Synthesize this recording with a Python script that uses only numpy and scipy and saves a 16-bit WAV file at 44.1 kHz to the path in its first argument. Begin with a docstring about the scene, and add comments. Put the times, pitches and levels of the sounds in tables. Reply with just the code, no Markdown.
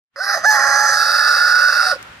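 """Pavement before a stone wall: a rooster crows once; a short opening note, a clean leap up, a long harsh hold.
Two syrinx membranes sing as sine partials; irregular closure pulses and air puffs ring a changing throat.
Wall, street and a far house front return faint filtered-noise reflections over a low rumble.
One small noise tick follows; a fast limiter holds the peaks."""
import sys
import numpy as np
from scipy import signal
from scipy.fft import rfft, irfft
from scipy.io import wavfile
from scipy.ndimage import uniform_filter1d, minimum_filter1d

SR = 44100
rng = np.random.default_rng(int(sys.argv[2]) if len(sys.argv) > 2 else 0)


def unload_wav(signal):
    """Save mono or channel-first audio to the path in sys.argv[1] as 16-bit WAV at rate SR, clipped to [-1, 1]."""
    wavfile.write(
        sys.argv[1],
        SR,
        np.round(np.clip(np.atleast_2d(signal).T, -1, 1) * 32767).astype(np.int16),
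    )


N = 97020

# first membrane: (time [s], pitch [Hz])
FIRST_PITCH = [(.16, 540), (.19, 560), (.203, 720), (.228, 792), (.30, 810), (.335, 815), (.355, 650),
               (.395, 660), (.43, 600), (.445, 700), (.463, 852), (.487, 865), (.52, 848), (.555, 842),
               (.58, 814), (.65, 835), (.73, 823), (.83, 843), (.96, 832), (1.2, 856), (1.72, 855),
               (1.83, 765), (1.912, 738), (1.93, 555), (1.97, 550)]
# second membrane, heard by its octave in the main throat resonance: (time [s], frequency [Hz], level [dB])
SECOND_OCTAVE = [(.53, 1376, -35), (.57, 1366, -22), (.72, 1378, -23), (.86, 1351, -19), (.96, 1310, -26),
                 (1.03, 1351, -14), (1.11, 1370, -22), (1.18, 1427, -18), (1.265, 1430, -19.5),
                 (1.3, 1448, -14), (1.45, 1446, -14.5), (1.54, 1455, -11.5), (1.698, 1473, -12),
                 (1.709, 1455, -45), (1.728, 1458, -13), (1.80, 1431, -15.5), (1.83, 1429, -27),
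                 (1.86, 1451, -22.5), (1.892, 1455, -34), (1.917, 1452, -13.5), (1.94, 1456, -22),
                 (1.96, 1451, -47)]
# growl, the vibration repeating every third cycle: (time [s], level [dB])
GROWL_LEVEL = [(.51, -40), (.55, -19.5), (.62, -24), (.8, -28.5), (.95, -38), (1.1, -39)]
# unsteadiness of both membranes: (time [s], roughness [0-1])
ROUGHNESS = [(.16, 0.34), (.21, 0.1), (.26, 0.38), (.43, 0.67), (.465, 0.21), (.51, 0.18), (.55, 0.61),
             (1.0, 0.83), (1.35, 0.92), (1.6, 0.72), (1.9, .9)]
# throat changes from opening to wide, then from wide to late (start, end)
WIDEN_S, NARROW_S = (0.17, 0.53), (0.91, 1)


def undb(db):
    """Decibels to gain."""
    return 10 ** (np.asarray(db) / 20)


def unit(x):
    """Scale to rms 1."""
    return x / np.sqrt(np.mean(x ** 2))


def curve(rows, column=1):
    """One table column, joined by straight lines in time."""
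    rows = np.array(rows, float)
    return np.interp(np.arange(N) / SR, rows[:, 0], rows[:, column])


def swell(rows, column=1):
    """Gain from a dB column, silent outside the table, with short edge fades."""
    t = np.arange(N) / SR
    inside = 1. * ((t > rows[0][0]) & (t < rows[-1][0]))
    return undb(curve(rows, column)) * uniform_filter1d(inside, size=128)


def walk(rate):
    """Smooth random signal of rms 1 with about `rate` turns a second."""
    hz = np.arange(N // 2 + 1) * SR / N
    spectrum = rfft(rng.standard_normal(N)) / (1 + (2 * hz / rate) ** 4)
    return unit(irfft(spectrum, N))


def colour(x, points):
    """Minimum-phase filter with the response (frequency [Hz], gain [dB])."""
    size = 4096
    hz, db = np.array(points, float).T
    grid_hz = np.maximum(np.arange(size // 2 + 1) * SR / size, 1)
    gain = undb(np.interp(np.log(grid_hz), np.log(hz), db))
    # folding the cepstrum makes the response causal
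    cepstrum = irfft(np.log(gain))
    cepstrum[1:size // 2] *= 2
    cepstrum[size // 2 + 1:] = 0
    response = irfft(np.exp(rfft(cepstrum)))
    return signal.fftconvolve(x, response)[:len(x)]


def band(x, edge_hz, kind):
    """Steep low-, band- or high-pass."""
    return signal.sosfilt(signal.butter(6, edge_hz, kind, fs=SR, output="sos"), x)


def ring(x, hz, width_hz):
    """One resonance, gain 1 at its centre."""
    return signal.lfilter(*signal.iirpeak(hz, hz / width_hz, fs=SR), x)


def scatter(x, delay_s, t60_s):
    """Diffuse reflections: decaying noise of unit energy after a delay."""
    t = np.arange(N) / SR - delay_s
    decay = np.exp(-np.log(1000) * np.abs(t) / t60_s)
    response = rng.standard_normal(N) * (t > 0) * decay
    return signal.fftconvolve(x, response / np.linalg.norm(response))[:N]


def rumble():
    """Distant town noise: a source shared by both ears plus a separate part that is weak in the deep bass."""
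    # (time [s], level before the offset [dB])
    level = [(0.0, -116), (0.1, -107), (0.15, -70), (0.35, -50.5), (0.58, -46), (0.97, -50), (1.73, -51.5),
             (2.0, -45.5), (2.2, -49.5)]
    # (frequency [Hz], gain [dB])
    spectrum = [(25, -18), (50, -7), (80, -2), (140, -2.5), (250, -6.5), (400, -11.5), (1000, -11.5),
                (3500, -25), (5000, -32.5), (15000, -49)]
    separate_colour = [(50, -29), (150, -25.5), (500, -7), (1500, 14.5)]
    offset_db = 6.5
    shared = rng.standard_normal(N)
    ears = []
    for _ in range(2):
        separate = colour(rng.standard_normal(N), separate_colour)
        ears.append(unit(colour(shared + separate, spectrum)))
    return np.array(ears) * undb(curve(level) + offset_db)


def slaps():
    """Uneven syrinx closures, each with an air puff; they follow the first membrane, then the second."""
    jitter_cycles, late_jitter_cycles, drift_cycles = .12, .13, .04
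    scatter_db, third_db = 2.0, 2
    air_share, puff_decay_s = .3, 0.00057
    flutter_db, flutter_rate = 1.0, 260
    chance = rng.standard_normal((N // 20, 3))
    late = np.interp(np.arange(N) / SR, NARROW_S, [0, 1])
    pitch_hz = (1 - late) * curve(FIRST_PITCH) + late * curve(SECOND_OCTAVE) / 2
    cycles = np.cumsum(pitch_hz) / SR
    number = np.arange(len(chance))
    # more ragged once the throat narrows
    jitter = jitter_cycles + late_jitter_cycles * np.interp(number, cycles, late)
    marks = number + np.cumsum(drift_cycles * chance[:, 0]) + jitter * chance[:, 2]
    keep = marks < cycles[-2]
    at = np.interp(marks[keep], cycles, np.arange(N)).astype(int)
    # every third closure is stronger in the growl
    growl_gain = swell(GROWL_LEVEL)
    growl = growl_gain[at] / growl_gain.max()
    third = np.cos(2 * np.pi * number[keep] / 3)
    size = undb(scatter_db * chance[keep, 1] + third_db * growl * third)
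    # the steady part of the flow sings in the tones
    pulses = np.bincount(at, size - 0.32 * size.mean(), N)
    puff_pole = np.exp(-1 / (puff_decay_s * SR))
    puff_envelope = signal.lfilter([1], [1, -puff_pole], np.bincount(at, size, N))
    puffs = puff_envelope * rng.standard_normal(N)
    flow = unit(pulses - pulses.mean()) + air_share * unit(puffs)
    return flow * undb(flutter_db * walk(flutter_rate))


def rasp():
    """Closures ring the changing throat; bass, middle and treble each follow their own level."""
    # throat responses: (frequency [Hz], gain [dB])
    opening_shape = [(180, -55), (300, -10), (348, -25), (424, -10), (492, -7), (652, 4.5), (708, -14.5),
                     (821, 2.5), (907, -11), (1220, 3), (1810, 2), (2000, 0.5), (2210, -32), (2650, -15.5),
                     (3020, -56), (3510, -36.5), (3940, -12), (4960, 2), (5480, -6), (6360, -16),
                     (7750, -30), (8990, -20), (12300, -28), (14800, -27), (15500, -172)]
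    wide_shape = [(180, -100), (300, -31.5), (415, -33), (547, -5.5), (732, -8), (820, -9), (934, -28),
                  (1060, -5.5), (1360, 0.5), (1470, -3), (1620, -6), (1880, 1), (2040, -20.5), (2510, -28),
                  (3210, -74), (3530, -29.5), (4020, -25), (4890, -5.5), (5480, -21), (6140, -6.5),
                  (6650, -25), (9060, -27), (9820, -29.5), (11700, -36), (14500, -45)]
    late_shape = [(180, -124), (300, -54), (389, -41), (593, -19), (709, -29), (834, -12.5), (1050, -35.5),
                  (1120, -18), (1450, -2.5), (1570, -16.5), (1760, -15), (2140, -32.5), (2390, -43),
                  (2680, -19.5), (2960, -45), (3480, -38), (3710, -24), (4160, -27), (4730, -15.5),
                  (5840, -26), (6440, -40.5), (8490, -40.5), (9210, -38), (11200, -40), (14500, -50)]
    # sharp upper resonances: (wide centre [Hz], late centre [Hz], width [Hz], boost [gain])
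    rings = [(5050, 4790, 200, .8), (6270, 5180, 110, 1.1), (9050, 9350, 260, .8)]
    # (time [s], bass [dB], middle [dB], treble [dB])
    levels = [(.157, -62, -74, -70), (.161, -45, -32.5, -41), (.21, -43, -33, -35),
              (.24, -38.5, -26.5, -29.5), (.29, -29, -20, -26), (.345, -30, -17.5, -24),
              (.38, -25.5, -28, -32), (.428, -40, -31.5, -43), (.45, -26, -14, -20),
              (.475, -31, -50, -35.5), (.51, -39, -18.5, -18), (.54, -23.5, -15.5, -24.5),
              (.6, -26.5, -15.5, -24.5), (.83, -31.5, -19, -23), (1.0, -31.5, -20.5, -22),
              (1.28, -31.5, -16, -20), (1.6, -33, -18, -23), (1.8, -34.5, -16, -24),
              (1.9, -31.5, -16.5, -21), (1.925, -34, -22, -31), (1.955, -46, -35, -37.5)]
    bass_edge_hz, treble_edge_hz = 892, 2886
    source = slaps()
    t = np.arange(N) / SR
    wide = np.interp(t, WIDEN_S, [0, 1])
    late = np.interp(t, NARROW_S, [0, 1])
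    throat = (1 - wide) * unit(colour(source, opening_shape))
    throat += (wide - late) * unit(colour(source, wide_shape))
    throat += late * unit(colour(source, late_shape))
    voice = throat.copy()
    for wide_hz, late_hz, width_hz, boost in rings:
        voice += boost * (1 - late) * ring(throat, wide_hz, width_hz)
        voice += boost * late * ring(throat, late_hz, width_hz)
    parts = [band(voice, bass_edge_hz, "low"),
             band(voice, [bass_edge_hz, treble_edge_hz], "band"),
             band(voice, treble_edge_hz, "high")]
    total = np.zeros(N)
    for column, part in enumerate(parts, start=1):
        local_rms = np.sqrt(uniform_filter1d(part ** 2, size=2600))
        total += part / local_rms * swell(levels, column)
    return total


def vibration(hz):
    """Membrane phase: pitch wanders and cycles slip, both in proportion to roughness."""
    wander_share, wander_rate = 0.00603, 73.2
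    slip_rad, slip_rate = .3, 242
    rough = curve(ROUGHNESS)
    wandering_hz = hz * (1 + wander_share * rough * walk(wander_rate))
    return 2 * np.pi * np.cumsum(wandering_hz) / SR + slip_rad * rough * walk(slip_rate)


def partial(phase):
    """One voice line, its amplitude trembling with roughness at constant mean power."""
    shimmer_db, shimmer_rate = 3.0, 113
    depth = (undb(shimmer_db) - 1) * curve(ROUGHNESS)
    tremble = (1 + depth * walk(shimmer_rate)) / np.hypot(1, depth)
    return np.sqrt(2) * np.sin(phase) * tremble


def tones():
    """Pitched part of the crow: two membranes and growl lines at thirds of the first pitch."""
    # (time [s], fundamental [dB], octave [dB], overtones [dB])
    levels = [(.16, -50, -61, -77), (.19, -34.5, -42, -69), (.21, -36, -18, -53), (.235, -33.5, -26, -39.5),
              (.33, -35.5, -34, -46), (.36, -22, -41, -66), (.428, -47, -52, -64), (.445, -14, -18, -47.5),
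              (.468, -23, -8.5, -32), (.51, -15.5, -9, -31), (.54, -17, -15, -27), (.59, -26.5, -21.5, -38),
              (.85, -24, -19.5, -35.5), (1.0, -34.5, -22, -35.5), (1.25, -37, -18.5, -44.5),
              (1.7, -49, -31, -41), (1.83, -36.5, -46, -37), (1.912, -27, -36, -39), (1.94, -28, -37, -56),
              (1.965, -32, -56, -65)]
    # (multiple of pitch, relative level [dB])
    overtones = [(3, -18.5), (4, -21.5), (5, -3.5), (6, 1), (7, 0.5), (8, -11), (9, -17), (11, -11),
                 (13, -14), (14, -8)]
    # (thirds of pitch, relative level [dB])
    thirds = [(2, -14), (4, -4), (7, -6.5)]
    stutter_share, stutter_rate = .25, 60
    phase = vibration(curve(FIRST_PITCH))
    fundamental = swell(levels, 1) * partial(phase)
    octave = swell(levels, 2) * partial(2 * phase)
    upper = swell(levels, 3) * sum(undb(db) * partial(k * phase) for k, db in overtones)
    growl = swell(GROWL_LEVEL) * sum(undb(db) * partial(k * phase / 3) for k, db in thirds)
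    # the second membrane keeps catching
    stutter = np.minimum(1 + stutter_share * walk(stutter_rate), 1.2)
    second = swell(SECOND_OCTAVE, 2) * partial(vibration(curve(SECOND_OCTAVE))) * stutter
    return fundamental + octave + upper + growl + second


def ear(x, side):
    """Level and phase of the direct sound at the left (+1) or right (-1) ear."""
    # (frequency [Hz], left minus right [dB])
    level_difference = [(60, -36), (110, -36), (200, -62), (380, -3), (700, -1.5), (1290, -6.5),
                        (2380, -4.5), (4400, -1.5), (8120, -7), (15000, -3)]
    # (frequency [Hz], lead of the left ear [rad])
    phase_lead = [(400, 0), (1400, 0.6), (2600, 0.87), (4000, 0.98), (4800, -1.13), (6000, -0.11),
                  (15000, 1.9)]
    log_hz = np.log(np.maximum(np.arange(N + 1) * SR / (2 * N), 1))
    level_hz, level_db = np.array(level_difference).T
    lead_hz, lead_rad = np.array(phase_lead).T
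    db = np.interp(log_hz, np.log(level_hz), level_db)
    lead = np.interp(log_hz, np.log(lead_hz), lead_rad)
    gain = 2 * undb(side * db / 2) / (undb(db / 2) + undb(-db / 2))
    return irfft(rfft(x, 2 * N) * gain * np.exp(.5j * side * lead))[:N]


def street(crow, side):
    """Crow at one ear: direct, off the near wall, along the street and back from a far house front."""
    # reflection colours: (frequency [Hz], gain [dB]); the rough wall scatters more treble than bass
    wall_colour = [(500, -11), (1600, -14), (2500, -5), (5000, -6), (8000, -1), (15000, 0)]
    tail_colour = [(300, 3), (550, 6), (1000, 4), (1500, -1), (3000, 6), (4800, -9), (9000, -9),
                   (15000, -12)]
    echo_colour = [(300, -1), (540, 10), (800, 5), (1100, -15), (1500, -3), (3000, -21), (5000, -32),
                   (15000, -28)]
    tail_db, echo_db = -25, -30
    direct = ear(crow, side)
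    wall = scatter(colour(direct, wall_colour), delay_s=0.0045, t60_s=.085)
    tail = scatter(colour(crow, tail_colour), delay_s=0.022, t60_s=1.0)
    echo = scatter(colour(crow, echo_colour), delay_s=.2, t60_s=.02)
    return direct + wall + undb(tail_db) * tail + undb(echo_db) * echo


def tick():
    """One tiny dry click close by: high-passed noise with a very fast decay."""
    start_s, level_db, decay_s = 2.028, -20, 0.0004
    t = np.arange(N) / SR - start_s
    envelope = (t > 0) * np.exp(-np.abs(t) / decay_s)
    return band(rng.standard_normal((2, N)), 3250, "high") * envelope * undb(level_db)


def scene():
    """The rooster a little to the right, in its street."""
    crow = tones() + rasp()
    ears = np.array([street(crow, side) for side in (1, -1)])
    return ears + rumble() + tick()


def record(dry):
    """A fast limiter turns both ears down together at peaks; the top is cut."""
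    limit_db, window_s, top_hz = -2.2, 0.0069, 15000
    size = int(window_s * SR)
    peak = np.abs(dry).max(axis=0)
    gain = np.minimum(1, undb(limit_db) / (peak + 1e-9))
    held = dry * uniform_filter1d(minimum_filter1d(gain, size), size)
    return signal.sosfilt(signal.ellip(8, .2, 70, top_hz, fs=SR, output="sos"), held)


dry = scene()
out = record(dry)
unload_wav(out)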